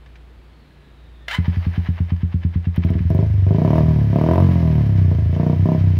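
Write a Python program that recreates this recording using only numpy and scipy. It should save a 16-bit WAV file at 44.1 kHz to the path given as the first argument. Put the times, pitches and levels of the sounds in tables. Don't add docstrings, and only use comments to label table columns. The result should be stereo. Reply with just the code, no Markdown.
import sys
import numpy as np
from scipy import signal
from scipy.fft import rfft, irfft, next_fast_len
from scipy.io import wavfile
from scipy.ndimage import map_coordinates

SR = 44100
rng = np.random.default_rng(int(sys.argv[2]) if len(sys.argv) > 2 else 0)


def dump(signal):
    limited = np.clip(np.atleast_2d(signal).T, -1, 1)
    pcm = np.round(limited * 32767).astype(np.int16)
    wavfile.write(sys.argv[1], SR, pcm)


N = 264159
TIME = np.arange(N) / SR
CRUISE_RATE_HZ = 26.1

# (opens [s], shuts [s], rise [s], opening [0-1], deep boom change [dB])
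BLIPS = [(2.709, 2.937, 0.34, 0.93, 1), (3.051, 3.21, .04, 0.84, 1), (3.416, 3.79, .09, 0.86, -.5),
         (4.092, 4.391, 0.062, 0.92, -3), (5.077, 5.113, 0.05, 0.6, 0.5), (5.163, 5.185, 0.034, .65, 4),
         (5.276, 5.516, 0.12, 0.82, -1), (5.63, 5.742, 0.022, 0.81, -7.5)]
RELEASE_S = 0.04


def throttle(at=TIME):
    opening, boom_db = 0, 0
    for opens, shuts, rise, depth, db in BLIPS:
        rising = (at - opens) / rise
        falling = 1 - (at - shuts) / RELEASE_S
        twist = np.clip(np.minimum(rising, falling), 0, 1)
        opening = opening + depth * twist
        boom_db = boom_db + db * twist
    return opening, boom_db


# (time [s], burn force [dB])
PUFFS = [(1.385, 2.5), (1.479, 2.5), (1.568, -4.5), (1.666, 0), (1.777, .5), (1.887, 0.5), (2.003, -.5),
         (2.119, 0.5), (2.231, 0.5), (2.342, 0.5), (2.448, 1), (2.557, 0.5), (2.669, 0.5), (2.778, 4.5),
         (2.848, 3.5), (2.903, 2.5), (2.953, -0.5), (3.004, -1), (3.051, -3.5)]
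# (boom [dB], body [dB], bark [dB])
PUFF_DB = (39.5, 31.5, 15)
# (boom [dB], body [dB], bark [dB])
PUFF_THROTTLE_DB = (-2.5, 0.5, 13.5)


def idle_firings():
    times, force_db = np.transpose(PUFFS)
    opening, boom_db = throttle(times)
    burn_db = np.column_stack([boom_db, force_db, force_db])
    strength = PUFF_DB + np.outer(opening, PUFF_THROTTLE_DB) + burn_db
    return np.column_stack([times, strength])


# (time [s], firing rate [1/s])
SPEED = [(3.103, 21.29), (3.238, 27.94), (3.427, 22.69), (3.562, 26.48), (3.682, 36.15), (3.77, 41.08),
         (3.803, 37.98), (3.859, 40.32), (4.107, 33.52), (4.26, 40.48), (4.425, 46.93), (4.709, 38.9),
         (4.995, 31.72), (5.2, 27.02), (5.378, 29.37), (5.501, 30.65), (5.765, 33.4), (5.99, 29.46)]
# (firing rate [1/s], boom [dB], body [dB], bark [dB])
COASTING = [(25.9, 39.5, 21, 18.5), (31.4, 35.5, 30, 20.5), (38.5, 36, 33.5, 25), (47.6, 30.5, 37.5, 27)]
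# (firing rate [1/s], boom [dB], body [dB], bark [dB])
PULLING = [(24.4, 34.2, 36, 29.2), (30.4, 27.3, 39.7, 34.5), (45, 37.2, 30.2, 36.8)]


def firings(jitter_s, scatter_db):
    cycles = np.cumsum(curves(SPEED)[0] * (TIME >= SPEED[0][0])) / SR
    times = TIME[np.searchsorted(cycles, np.arange(int(cycles[-1]) + 1), side="right")]
    chance = rng.standard_normal((len(times), 2))
    speed = curves(SPEED, times)[0]
    opening, boom_db = throttle(times)
    shut = np.array(curves(COASTING, speed))
    wide = np.array(curves(PULLING, speed))
    strength = (shut + opening * (wide - shut)).T + np.outer(boom_db, [1, 0, 0])
    jittered = times + jitter_s * opening * chance[:, 0]
    return np.column_stack([jittered, strength + scatter_db * chance[:, 1:]])


# (frequency [Hz], level [dB])
PIPE = [(25, -60), (48, -17.5), (68, -6.5), (95, -1.5), (165, -4), (240, -4.5), (380, -14), (510, -21.5),
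        (680, -16.5), (800, -32.5), (1020, -19.5), (1400, -47.5), (2500, -53.5), (6000, -77)]
# (frequency [Hz], width [Hz], lift [dB])
PIPE_MODES = [(332.3, 15, 5.5), (397.4, 93, 3), (463.6, 28, 4), (545, 11, 6), (619, 100, 5.5),
              (683, 48, 5.5), (920, 75, 3.5), (1050, 76, -6)]
# (frequency [Hz], width [Hz], lift [dB])
PUFF_MODES = [(85.2, 14.9, 11.5), (173.6, 21, 10.5), (245, 60, 4.5)]
# (frequency [Hz], width [Hz], lift [dB])
FLOW_MODES = [(97.1, 40.7, 10.63), (156.4, 37, 9.1)]
# (share of the cycle [0-1], level [dB])
SURGES = [(0.132, -9), (0.259, -3.5), (.52, -4.5)]
# (frequency [Hz], level [dB])
SURGE_COLOUR = [(170, -31), (320, -4), (420, 3.5), (700, -5.5), (1400, -8)]
SURGE_FADE_DB_PER_OCTAVE = 16
FRONT_DB_PER_OCTAVE = 11.5


def exhaust(fired, deep_modes, ripple_db, dull_db, valve_db, delay_s, size=8192):
    hz, track = np.fft.rfftfreq(size, 1 / SR), np.zeros(N)
    pipe = along(PIPE, hz) + lifts(deep_modes + PIPE_MODES, hz)
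    speeds, openings = curves(SPEED, fired[:, 0])[0], throttle(fired[:, 0])[0]
    for (s, boom, body, bark), speed, opening in zip(fired, speeds, openings):
        ripple = map_coordinates(rng.standard_normal(len(hz)), [hz / 110]) * np.clip(hz / 700, 0, 1)
        softness = np.clip((26 - bark) / 12, 0, 1)
        revved = max(np.log2(speed / CRUISE_RATE_HZ), 0)
        front = bark + dull_db * softness
        edge = front + FRONT_DB_PER_OCTAVE * revved
        source = along([(95, boom), (165, body), (430, bark), (650, front), (1400, edge)], hz)
        comb = np.cos(2 * np.pi * (hz / speed - 1) / 3) - 0.5
        coasting = np.clip(1 - opening, 0, 1) * np.clip((hz - 200) / 250, 0, 1)
        db = pipe + source + valve_db * coasting * comb + ripple_db * amp(bark - 36) * ripple
        cepstrum = irfft(db * np.log(10) / 20)[:size // 2]
        cepstrum[1:] *= 2
        blow = np.exp(rfft(cepstrum, size))
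        surges = sum(amp(level) * np.exp(-2j * np.pi * hz * share / speed) for share, level in SURGES)
        surge_db = along(SURGE_COLOUR, hz) - SURGE_FADE_DB_PER_OCTAVE * revved
        surges *= np.clip(2 * opening, 0, 1) * amp(surge_db)
        add(track, s + delay_s, irfft(blow * (1 + surges)))
    return track


def running(times, level_db, per_octave_db, throttle_db):
    speed = np.interp(TIME, (times[1:] + times[:-1]) / 2, 1 / np.diff(times))
    octaves = np.log2(speed / CRUISE_RATE_HZ)
    gain_db = level_db + per_octave_db * octaves + throttle_db * throttle()[0]
    return amp(gain_db) * (TIME > times[0])


COAST_UNTIL_S, COAST_FADE_DB_PER_S = 1.84, 32.5


def starter_coast(at=TIME):
    fade_db = -COAST_FADE_DB_PER_S * np.maximum(at - COAST_UNTIL_S, 0)
    return amp(fade_db) * (at >= PUFFS[0][0])


# (frequency [Hz], level [dB])
RASP = [(150, -30.5), (300, 4), (680, 4), (800, -11.5), (1020, -8.5), (1400, -0.5), (3000, -24),
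        (7000, -57)]
# (frequency [Hz], level [dB])
HISS = [(3000, -38.5), (5500, 3.5), (7600, -17.5), (9500, -2), (15000, -2)]
# (time [s], peak [dB])
CRACKS = [(2.7603, -40), (2.8483, -45.5), (2.9021, -45.5), (3.1007, -42.5), (3.1471, -42.5)]
HISS_DB, HISS_PER_OCTAVE_DB, HISS_THROTTLE_DB = -66, 8.5, 0
SPIT_DB = -75
COAST_HISS_DB = -68.5


def gas(fired):
    times, bark = fired[:, 0], fired[:, 3]
    rasp_db = bark - 74 + 3 * throttle(times)[0]
    rasp = bursts(times + 0.0012, rasp_db, rise=0.0009, decay=0.013) * noise(RASP, PIPE_MODES)
    gate_db = bark - 31 + rng.normal(0, 3, len(times))
    gate = unit(0.5 + bursts(times + 0.0018, gate_db, rise=0.0004, decay=0.003))
    engine_hiss = running(times, HISS_DB, HISS_PER_OCTAVE_DB, HISS_THROTTLE_DB)
    flow = (engine_hiss + amp(COAST_HISS_DB) * starter_coast()) * gate
    puffs, force_db = np.transpose(PUFFS)
    spit = bursts(puffs + 0.0018, SPIT_DB + force_db, rise=0.0005, decay=0.0027)
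    cracks, peak_db = np.transpose(CRACKS)
    crack = bursts(cracks + 0.0005, peak_db - 5, rise=0.0003, decay=0.0031)
    return rasp + (flow + spit + crack) * noise(HISS)


# (frequency [Hz], level [dB])
CASE = [(200, -13.5), (600, -3), (1000, -0.5), (1400, -4.5), (2000, -1), (3200, -9.5), (5000, -13.5),
        (6500, -21), (7700, -40.5), (15000, -41.5)]
# (frequency [Hz], width [Hz], lift [dB])
CASE_MODES = [(1040, 70, 0.47), (1730, 92, 4.5), (2075, 83, 2), (2630, 31, 1.4), (3070, 130, 7.1),
              (3600, 27, 0.76)]
CLATTER_DB, CLATTER_PER_OCTAVE_DB, CLATTER_THROTTLE_DB = -49.5, 5, 2.5
RATTLE_DB = -46
COAST_WHIRR_DB, COAST_RATTLE_DB = -50.5, -42.5


def crankcase(fired, tick_db, scatter_db, ticks_per_cycle=5):
    times = fired[:, 0]
    tick_cycles = np.arange(len(times) * ticks_per_cycle) / ticks_per_cycle
    ticks = np.interp(tick_cycles, np.arange(len(times)), times)
    chance = rng.standard_normal((len(ticks), 2))
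    tick_times, tick_levels = ticks + 0.00027 * chance[:, 0], tick_db + scatter_db * chance[:, 1]
    ticking = np.minimum(bursts(tick_times, tick_levels, rise=0.0003, decay=0.0066), 4)
    clatter = running(times, CLATTER_DB, CLATTER_PER_OCTAVE_DB, CLATTER_THROTTLE_DB)
    level = np.hypot(clatter, amp(COAST_WHIRR_DB) * starter_coast())

    puffs, force_db = np.transpose(PUFFS)
    strain_db = np.full(len(puffs), COAST_RATTLE_DB)
    straining = starter_coast() * bursts(puffs - 0.022, strain_db, rise=0.024, decay=0.018)
    rattle = bursts(puffs - 0.011, RATTLE_DB + 1.3 * force_db, rise=0.012, decay=0.007)
    squeeze = np.hypot(straining, rattle) * amp(3 * wobble(500))
    dulling = lambda hz: amp(along([(3500, 4), (6000, -6.5)], hz))
    chuff = filtered(squeeze * noise(CASE, CASE_MODES), dulling)
    return level * unit(1 + ticking) * noise(CASE, CASE_MODES) + chuff


# (time [s], gear teeth rate [1/s], level [dB])
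STARTER = [(1.279, 590, -57), (1.283, 690, -23), (1.297, 690, -35), (1.312, 710, -23.5),
           (1.324, 810, -27.5), (1.34, 1000, -23.5), (1.36, 1050, -26), (1.372, 1040, -36.5),
           (1.385, 1000, -47), (1.42, 1000, -70.5)]
# (frequency [Hz], level [dB])
STARTER_COLOUR = [(200, -46), (450, -18.5), (1020, -6.5), (1500, -6), (2070, -0.5), (2500, -10),
                  (3000, -7.5), (4100, -12.5), (5500, -24.5), (9000, -31), (15500, -35)]


def starter(grind_db, rough, harmonics=10):
    teeth, db = curves(STARTER)
    phase = 2 * np.pi * np.cumsum(teeth * (1 + rough * wobble(400))) / SR
    whine = sum(np.sin(k * phase + rng.uniform(0, 2 * np.pi)) for k in np.arange(harmonics) + 1)
    grind = amp(grind_db) * noise([(300, 0.021), (15000, 0.01)])
    mesh = (unit(whine) + grind) * amp(2.1 * wobble(300))
    ring = filtered(mesh, lambda hz: amp(along(STARTER_COLOUR, hz) + lifts(CASE_MODES, hz)))
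    turning = (TIME > STARTER[0][0]) & (TIME < STARTER[-1][0])
    return amp(db) * turning * ring / ring[:, turning].std()


# (time [s], frequency [Hz], level [dB])
RUNDOWN = [(1.39, 5100, -70), (1.45, 5000, -76), (1.57, 4850, -63), (1.63, 4360, -67), (1.85, 3920, -66.5),
           (2.2, 3410, -76)]


def starter_rundown():
    return narrow(RUNDOWN, width_hz=110)


def house_wall(x):
    delay_s = 0.0127
    colour = [(140, -20), (330, -8), (700, -12), (2000, -20)]
    return filtered(x, lambda hz: amp(along(colour, hz)) * np.exp(-2j * np.pi * hz * delay_s))


# (frequency [Hz], decay by 60 dB [s])
YARD = [(100, 0.22), (1000, 0.21), (8000, 0.082)]


def yard(x):
    hz, t, z = signal.stft(rng.standard_normal((2, SR // 3)), SR, nperseg=256)
    tail = signal.istft(z * amp(-60 * t / along(YARD, hz)[:, None]), SR, nperseg=256)[1]
    wet = signal.fftconvolve(x, tail / np.linalg.norm(tail[0]), axes=1)[:, :N]
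    return filtered(wet, lambda hz: amp(along([(130, -21), (330, -12), (1000, -8)], hz)))


# (frequency [Hz], level difference [dB])
TILT = [(150, -.3), (1200, -.8), (2800, -2), (5500, -3.5), (10000, -8.5)]


def tilted(x):
    return filtered(x, lambda hz: amp(along(TILT, hz) * np.array([[0.5], [-0.5]])))


# (time [s], peak [dB])
CLICKS = [(0.061, -39.5), (0.156, -36.5)]


def handlebar_clicks():
    times, peak_db = np.transpose(CLICKS)
    return bursts(times, peak_db - 7, rise=0.0005, decay=0.0097) * noise(CASE, CASE_MODES)


# (frequency [Hz], level [dB])
HUM = [(58.5, -45.5), (87, -60), (145, -56.5)]


def distant_motor():
    hum = 0
    for hz, db in HUM:
        phase = 2 * np.pi * hz * TIME + 0.3 * wobble(1.5)
        hum = hum + amp(db + 1.6 * wobble(2.6)) * np.sqrt(2) * np.sin(phase)
    return hum


# (frequency [Hz], level [dB])
AIR = [(25, -30), (42, -15.5), (58, -12.5), (75, -13), (110, -16.5), (180, -19.5), (330, -21.5),
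       (700, -29.5), (1700, -32.5), (3800, -37.5), (6000, -51), (15500, -58)]
# (time [s], frequency [Hz], level [dB])
SINKING = [(0.35, 4600, -81), (0.6, 4300, -71), (0.85, 3890, -71), (1.25, 3510, -66), (1.35, 3450, -82)]
# (time [s], frequency [Hz], level [dB])
FAR_TONE = [(0.68, 1674, -82), (0.76, 1680, -65), (0.9, 1664, -66), (0.96, 1780, -85), (1.05, 1790, -68),
            (1.27, 1820, -65)]


def background():
    air = amp(-50.5) * noise(AIR)
    faint = narrow(SINKING, width_hz=430) + narrow(FAR_TONE, width_hz=54)
    return air + distant_motor() + faint + handlebar_clicks()


def amp(db):
    return 10 ** (np.asarray(db) / 20)


def unit(x):
    return x / np.sqrt(np.mean(x ** 2) + 1e-20)


def along(points, hz):
    f, v = np.transpose(points)
    return np.interp(np.log(hz + 1), np.log(f + 1), v)


def lifts(modes, hz):
    return sum(db / (1 + (2 * (hz - centre) / width) ** 2) for centre, width, db in modes)


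def curves(rows, at=TIME):
    s, *cols = np.transpose(rows)
    return [np.interp(at, s, c) for c in cols]


def wobble(rate_hz):
    return map_coordinates(rng.standard_normal(int(N * rate_hz / SR) + 4), [TIME * rate_hz])


def filtered(x, response):
    m = next_fast_len(N + SR // 2)
    return irfft(rfft(x, m) * response(np.fft.rfftfreq(m, 1 / SR)), m)[..., :N]


# (frequency [Hz], correlation [0-1])
ALIKE = [(200, 0.91), (1000, 0.61), (2500, 0.45), (5000, 0.21), (10000, 0.12)]


def noise(colour, modes=()):
    def shape(hz):
        turn = np.arccos(np.clip(along(ALIKE, hz), 0, 1)) / 2
        return amp(along(colour, hz) + lifts(modes, hz)) * [np.cos(turn), np.sin(turn)]
    mid, side = filtered(rng.standard_normal((2, N)), shape)
    return unit(np.array([mid + side, mid - side]))


def narrow(rows, width_hz):
    pitch, db = curves(rows)
    sounding = (TIME > rows[0][0]) & (TIME < rows[-1][0])
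    phase = 2 * np.pi * np.cumsum(pitch) / SR
    line = wobble(width_hz) * np.sin(phase) + wobble(width_hz) * np.cos(phase)
    return amp(db) * sounding * unit(line)


def add(track, s, sound):
    part = track[max(round(s * SR), 0):][:len(sound)]
    part += sound[:len(part)]


def bursts(times, levels_db, rise, decay):
    track, t = np.zeros(N), np.arange(-SR // 10, SR // 10) / SR
    shape = np.exp(-np.where(t < 0, -t / rise, t / decay))
    for s, db in zip(times, levels_db):
        cut = max(round((1 / 10 - s) * SR), 0)
        add(track, s - 1 / 10, amp(db) * shape[cut:])
    return track


def scene():
    slow, fast = idle_firings(), firings(jitter_s=0.00008, scatter_db=1.13)
    fired = np.vstack([slow, fast])
    idle = exhaust(slow, PUFF_MODES, ripple_db=8.5, dull_db=-20.5, valve_db=5, delay_s=0.00048)
    revs = exhaust(fast, FLOW_MODES, ripple_db=2.5, dull_db=-9, valve_db=5.5, delay_s=0.0012)
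    metal = crankcase(fired, tick_db=-4, scatter_db=5)
    starting = starter(grind_db=5, rough=0.028) + starter_rundown()
    bike = idle + revs + gas(fired) + metal + starting
    return tilted(bike + house_wall(bike) + yard(bike)) + background()


TOP_HZ = 15780


def record(dry, top=1.0):
    order = 6
    rounded = dry / (1 + np.abs(dry / top) ** order) ** (1 / order)
    return filtered(rounded, lambda hz: hz < TOP_HZ)


dry = scene()
out = record(dry)
dump(out)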